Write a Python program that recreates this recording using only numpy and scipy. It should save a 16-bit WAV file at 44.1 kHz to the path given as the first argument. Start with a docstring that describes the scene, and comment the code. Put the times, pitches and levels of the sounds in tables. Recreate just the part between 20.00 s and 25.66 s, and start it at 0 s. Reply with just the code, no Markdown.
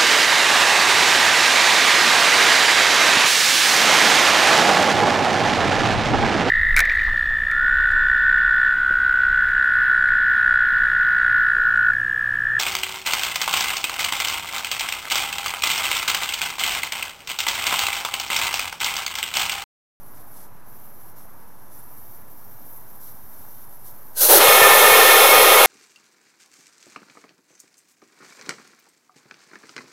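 """Over a distant traffic murmur, made of shaped noise, fingers unscrew the core of a motorcycle tyre valve.
Air first seeps past the thread: a thin hiss and a rasp, opened by twists and choked by pinches.
At about 4.2 s the core lets go in three steps, as hiss and low rush burst against the fingers.
From about 4.4 s the free jet roars into the wheel, whose peaks and notches colour the noise.
Single resonances swell around and after the release, and four eddies thump as short pressure swings."""
import sys
import numpy as np
from scipy import signal
from scipy.fft import rfft, irfft
from scipy.io import wavfile
from scipy.ndimage import map_coordinates

SR = 44100
rng = np.random.default_rng(int(sys.argv[2]) if len(sys.argv) > 2 else 0)


def wrap_up_sound(samples):
    """Save the sound to the file named by the first command line argument, as 16-bit audio."""
    columns = np.atleast_2d(samples).T
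    # keep every value between -1 and 1, then stretch to whole-number steps
    tamed = np.clip(columns, -1, 1)
    steps = np.round(tamed * 32767).astype(np.int16)
    wavfile.write(sys.argv[1], SR, steps)


N = 249606
TIME = np.arange(N) / SR
FREQS = np.maximum(np.arange(N // 2 + 1) * SR / N, 1)


def from_db(db):
    """Decibels to gain."""
    return 10 ** (np.asarray(db) / 20)


def rms_one(x):
    """Scale to an rms of 1."""
    return x / np.sqrt(np.mean(x ** 2) + 1e-20)


def ramp(start_s, length_s):
    """Straight rise from 0 to 1."""
    return np.clip((TIME - start_s) / length_s, 0, 1)


def since(s):
    """Seconds passed since a moment; 0 before it."""
    return np.maximum(TIME - s, 0)


def colour(points):
    """Gain at every frequency from a short spectrum; it falls away beyond both ends."""
    hz, db = np.transpose(points)
    low_skirt = np.minimum(FREQS / hz[0], 1) ** 2
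    high_skirt = np.minimum(hz[-1] / FREQS, 1) ** 2
    return from_db(np.interp(np.log(FREQS), np.log(hz), db)) * low_skirt * high_skirt


def resonance(hz, width_hz):
    """Bell of height 1 around a frequency; the width is taken at half height."""
    return 1 / (1 + (2 * (FREQS - hz) / width_hz) ** 2)


def ripple(modes):
    """Gain at every frequency from a table of peaks and notches."""
    return from_db(sum(db * resonance(hz, width_hz) for hz, width_hz, db in modes))


def noise(gain):
    """Turbulence: white noise shaped by a gain at every frequency; rms 1."""
    white = rng.standard_normal(N)
    return rms_one(irfft(rfft(white) * gain, N))


def drift(rate_hz):
    """Slow random wandering with an rms of 1."""
    return noise(1 / (1 + (FREQS / rate_hz) ** 2))


def reflections(x, delays_ms, strength, wander):
    """Close surfaces send back copies over wandering paths, so the comb of peaks shifts too."""
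    out = x.copy()
    for k, ms in enumerate(delays_ms):
        lag = ms * SR / 1000 * (1 + wander * drift(1.2))
        sign = (-1) ** k   # copies alternate in polarity
        out += sign * strength * map_coordinates(x, [np.arange(N) - lag], order=3)
    return out / np.sqrt(1 + len(delays_ms) * strength ** 2)


def moving_resonance(x, centre_hz, width_hz):
    """A two-pole resonator retuned block by block."""
    out, state = np.zeros(N), np.zeros(2)
    radius = np.exp(-np.pi * width_hz / SR)
    edge = (1 - radius * radius) / 2
    size = 256   # samples per block
    for i in range(0, N, size):
        poles = [1, -2 * radius * np.cos(2 * np.pi * centre_hz[i] / SR), radius * radius]
        block = x[i:i + size]
        out[i:i + size], state = signal.lfilter([edge, 0, -edge], poles, block, zi=state)
    return out


TRAFFIC_DB, TRAFFIC_FADE_DB_PER_S = -50, 0.28
# Spectrum of the distant traffic, relative: [f/Hz, level/dB]
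TRAFFIC_SPECTRUM = [(25, 7.5), (45, -19), (70, -3), (110, 3), (160, -2), (250, -3), (450, -8), (700, -5.5),
                    (950, -3.5), (1300, -9.5), (1650, -12.5), (2100, -19.5), (2800, -27)]


def traffic():
    """Far engines and tyres blend into an even murmur over a faint outdoor hush."""
    murmur_db = TRAFFIC_DB - TRAFFIC_FADE_DB_PER_S * TIME + 0.37 * drift(3)
    murmur = from_db(murmur_db) * noise(colour(TRAFFIC_SPECTRUM))
    hush = noise(colour([(1500, 9), (3500, -5.0), (6000, 1), (8000, -14), (16000, -12)]))
    return murmur + from_db(-68.5) * hush


# Eddies of the jet hit the microphone: [t/s, peak level/dB]
EDDIES = [(4.488, -25), (4.622, -25), (4.72, -32), (4.918, -30)]


def puffs(width_s=0.0016):
    """Each eddy is one short swing of pressure."""
    out = np.zeros(N)
    for s, db in EDDIES:
        age = (TIME - s) / width_s
        out += from_db(db) * (1 - age ** 2) * np.exp(-age ** 2 / 2)
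    return out


SWELL_DECAY_S, SWELL_WAVER_DB = 0.13, 0.5
# Resonances that swell for a while: [start t/s, attack t/s, hold t/s, f/Hz, width f/Hz, level/dB]
RESONANT_SWELLS = [(4.157, 0.023, 0.04, 1530, 140, -43.5), (4.428, 0.19, 0.46, 1786, 61.5, -19.5),
                   (5.302, 0.05, 0.038, 493, 167, -21)]


def swells():
    """Single resonances rise, waver and fade as the air plays on hand and wheel."""
    out = np.zeros(N)
    for s, attack_s, hold_s, hz, width_hz, db in RESONANT_SWELLS:
        fade = np.exp(-since(s + attack_s + hold_s) / SWELL_DECAY_S)
        shape = ramp(s, attack_s) * fade
        waver = from_db(db + SWELL_WAVER_DB * drift(5))
        out += waver * shape * noise(resonance(hz, width_hz))
    return out


GAP_MOVE_S = 0.04   # time the gap takes to change


def held(start_s, length_s):
    """The gap moves, stays a while and moves back."""
    begin = start_s - GAP_MOVE_S / 2
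    return ramp(begin, GAP_MOVE_S) - ramp(begin + length_s, GAP_MOVE_S)


# The seep grows slowly as the core is unscrewed; levels at the start, before the hollow colours it
SEEP_HISS_DB, SEEP_HISS_DB_PER_S = -50, 0.22
SEEP_RASP_DB, SEEP_RASP_DB_PER_S = -63, 0.26
RASP_PINCH_SHARE = 0.63   # share of a pinch that the rasp feels
GAP_WANDER_HZ = 130   # the gap's resonance wavers with the fingers
# Spectra of the seep's hiss and its lower rasp, relative: [f/Hz, level/dB]
SEEP_HISS_SPECTRUM = [(5000, -45), (8500, -32), (9800, -4), (11000, 0), (12500, -2.5), (14500, 1.5),
                      (15800, -2.5)]
SEEP_RASP_SPECTRUM = [(1500, -20), (2700, -10), (3600, -0.5), (4600, 1), (5800, 1.5), (7000, -1), (9000, 6),
                      (12000, -2), (16000, -19.5)]
# Twists of the core open the gap: [start t/s, length t/s, hiss rise level/dB, rasp rise level/dB]
CORE_TWISTS = [(0.14, 0.077, -0.5, 4), (0.343, 0.13, 0.5, 5), (1.17, 0.056, 0.5, 5), (1.713, 0.11, 2, 4),
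               (1.91, 0.33, 2, 1), (2.34, 0.21, 0.5, 0.7), (2.67, 0.135, 4, 0), (3.01, 0.097, 5, 7),
               (3.33, 0.43, 2.5, 3), (3.85, 0.059, 5, 8)]
# The core pressed back towards its seat chokes the seep: [start t/s, length t/s, loss level/dB]
CORE_PINCHES = [(0.238, 0.04, 4), (0.458, 0.21, 8.5), (1.115, 0.042, 10), (1.25, 0.46, 5), (2.19, 0.09, 4),
                (2.56, 0.1, 0.5)]
# Resonance of the gap, gliding from point to point: [t/s, f/Hz]
GAP_RESONANCE = [(0, 11900), (0.62, 11850), (0.7, 12200), (1.7, 11800), (2.5, 13000), (2.7, 12300),
                 (3.15, 12800), (3.75, 12100), (4.14, 12900)]
# Peaks and notches of the hollow between hand and rim: [f/Hz, width f/Hz, level/dB]
HAND_RIM_HOLLOW = [(4470, 150, -8), (5620, 200, 6), (6070, 100, 7.5), (6430, 160, 5), (7400, 220, 2.5),
                   (8040, 600, -2), (8420, 170, -3), (8900, 200, -5), (9940, 200, 2), (10550, 150, -2),
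                   (11080, 210, 5.5), (11370, 260, -9), (11850, 300, 3.5), (12700, 200, -6),
                   (12800, 200, 6.5), (14600, 280, 3), (14800, 250, -2), (15330, 180, 5)]


def seep():
    """The narrow gap hisses high; twists open it, pinches choke it, and the fingers are never quite still."""
    pinch_db = sum(db * held(s, length_s) for s, length_s, db in CORE_PINCHES)
    tremble_db = .7 * drift(6.4)
    hiss_db = SEEP_HISS_DB + SEEP_HISS_DB_PER_S * TIME - pinch_db + tremble_db
    rasp_db = SEEP_RASP_DB + SEEP_RASP_DB_PER_S * TIME - RASP_PINCH_SHARE * pinch_db + tremble_db
    for s, length_s, hiss_rise_db, rasp_rise_db in CORE_TWISTS:
        opening = held(s, length_s)
        hiss_db = hiss_db + hiss_rise_db * opening
        rasp_db = rasp_db + rasp_rise_db * opening

    air = noise(colour(SEEP_HISS_SPECTRUM))
    gap_hz = np.interp(TIME, *np.transpose(GAP_RESONANCE)) + GAP_WANDER_HZ * drift(4)
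    whistle = moving_resonance(air, gap_hz, width_hz=900)
    hiss = rms_one(air + from_db(15.0) * whistle)
    rasp = noise(colour(SEEP_RASP_SPECTRUM))

    leak = from_db(hiss_db) * hiss + from_db(rasp_db) * rasp
    leak = irfft(rfft(leak) * ripple(HAND_RIM_HOLLOW), N)
    leak = reflections(leak, [1.37, 2.45, 3.6], strength=0.21, wander=0.016)
    sputter = from_db(.7 * drift(45))
    seated = 1 - ramp(RELEASE_STEPS[0][0], STEP_RISE_S)   # the seep ends as the core first gives way
    return seated * sputter * leak


STEP_RISE_S, STEP_RISE_DB = 0.019, 20   # each step climbs this far in this time
SETTLE_DB, SETTLE_S = 6.5, 0.014   # then the flow builds by this much more, with this time constant
# The burst dies once the core is out
CORE_OUT_S, HISS_CUT_DB_PER_S, RUSH_CUT_DB_PER_S = 4.381, 680, 220
# Spectra of the burst's hiss and low rush, relative: [f/Hz, level/dB]
BURST_HISS_SPECTRUM = [(900, -28), (1300, -21), (1550, -10.5), (1850, -25), (2850, -14), (3200, -16),
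                       (4200, -5), (5100, -9.5), (6200, -4.5), (7100, -9.5), (8500, -5.5), (10500, -0.5),
                       (12000, 2.5), (15500, -4.5)]
BURST_RUSH_SPECTRUM = [(120, -31), (250, -22.5), (340, -4), (460, 4), (600, 2.5), (700, -6), (800, 0.5),
                       (1130, -10.5), (1270, -5), (1550, -11), (1950, -10.5), (2300, -18), (2800, -13),
                       (4000, -15.5)]
# The core gives way in steps: [t/s, hiss level/dB, low rush level/dB, hiss sag level/dB per s]
RELEASE_STEPS = [(4.172, -19, -39, -7), (4.209, -8, -25.5, 84), (4.291, -7, -11.5, 12)]


def burst():
    """The core lets go in three steps, and the air rushes round the cupped fingers until it is out."""
    hiss_gain, rush_gain = 0, 0
    for s, hiss_db, rush_db, sag_db_per_s in RELEASE_STEPS:
        climb_db = STEP_RISE_DB * np.clip((s - TIME) / STEP_RISE_S, 0, 10)
        closed_db = climb_db + SETTLE_DB * np.exp(-since(s) / SETTLE_S)
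        # the strongest step governs at each moment
        hiss_gain = np.maximum(hiss_gain, from_db(hiss_db - closed_db - sag_db_per_s * since(s)))
        rush_gain = np.maximum(rush_gain, from_db(rush_db - closed_db))

    out_age = since(CORE_OUT_S)
    hiss = noise(colour(BURST_HISS_SPECTRUM))
    hiss = reflections(hiss, [1.7, 2.5, 4.1], strength=0.12, wander=0.0068)
    hiss = hiss * hiss_gain * from_db(-HISS_CUT_DB_PER_S * out_age)
    rush = noise(colour(BURST_RUSH_SPECTRUM))
    rush = rush * rush_gain * from_db(-RUSH_CUT_DB_PER_S * out_age)
    flutter = from_db(.5 * drift(55))
    return (hiss + rush) * flutter


JET_OPENS_S, JET_OPEN_TIME_S = 4.39, 0.019
HAND_CLEARS_S = 0.072   # time until the jet strikes the bare wheel
# The free jet sinks slowly as the tyre empties
JET_ROAR_DB, ROAR_SAG_DB_PER_S = -10.5, 0.33
JET_HISS_DB, HISS_SAG_DB_PER_S = -14.5, 0.85
# Spectra of the jet's roar and hiss, relative: [f/Hz, level/dB]
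JET_ROAR_SPECTRUM = [(100, -52), (200, -26), (290, -20), (380, -4.5), (520, 1.5), (680, -2.5), (1000, 0),
                     (1400, -1.5), (1600, -8.5), (2700, -7), (3700, -8.5), (4300, -12.5), (4900, -25.5),
                     (8000, -44)]
JET_HISS_SPECTRUM = [(3000, -28), (4600, -10), (6200, -5.5), (7200, -8), (8600, -7), (10000, -2),
                     (11300, 1.5), (12300, 0), (14000, -2.5), (15000, -2.5), (15800, -18)]
# Resonances and cancellations of the wheel under the jet: [f/Hz, width f/Hz, level/dB]
WHEEL_MODES = [(428, 35, 5.5), (520, 35, 1.5), (737, 14, -7), (779, 27, 5), (972, 28, -6.5),
               (1171, 87, -9.5), (1228, 54, 11.5), (1488, 62, -10), (1830, 67, 6), (1980, 63, 2.5),
               (2090, 67, -9.5), (2188, 85, 13), (2358, 103, -8.5), (2456, 41, 10.5), (2980, 95, -15),
               (3150, 150, 5), (3320, 67, -9), (3460, 62, 6), (3930, 60, -11), (3950, 70, 4),
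               (5070, 160, 6.5), (5500, 100, 1), (5470, 80, 7), (6190, 130, 2.5)]


def jet():
    """The open stem hisses, and the jet striking the wheel drives its resonances more as the hand clears it."""
    age = since(JET_OPENS_S)
    wheel = ripple(WHEEL_MODES)
    cleared = ramp(JET_OPENS_S, HAND_CLEARS_S)

    wheel_roar = noise(colour(JET_ROAR_SPECTRUM) * wheel)
    plain_roar = noise(colour(JET_ROAR_SPECTRUM))
    roar = np.sqrt(cleared) * wheel_roar + np.sqrt(1 - cleared) * plain_roar   # equal-power crossfade
    roar = roar * from_db(JET_ROAR_DB - ROAR_SAG_DB_PER_S * age + 0.33 * drift(25))

    # rim, disc and ground each return the hiss, which ripples its spectrum
    hiss = noise(colour(JET_HISS_SPECTRUM) * wheel)
    hiss = reflections(hiss, [1.9, 3.7, 6.1], strength=0.074, wander=.002)
    hiss = hiss * from_db(JET_HISS_DB - HISS_SAG_DB_PER_S * age + 0.23 * drift(50))

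    draught = from_db(-67) * noise(resonance(35, 110)) * from_db(2.3 * drift(6))
    return ramp(JET_OPENS_S, JET_OPEN_TIME_S) * (roar + hiss + draught)


def scene():
    """All sources reach one microphone, heard alike in both channels."""
    mono = traffic() + puffs() + swells() + seep() + burst() + jet()
    return np.stack([mono, mono])


CUTOFF_HZ = 15750


def record(dry, offset=.018):
    """The highest peaks overload, the top is cut, and the converter rests a little above zero."""
    ceiling = .8
    rounded = dry / (1 + (dry / ceiling) ** 8) ** (1 / 8)
    low_pass = signal.ellip(12, .1, 80, CUTOFF_HZ, fs=SR, output="sos")
    return signal.sosfilt(low_pass, rounded) + offset


dry = scene()
out = record(dry)
wrap_up_sound(out)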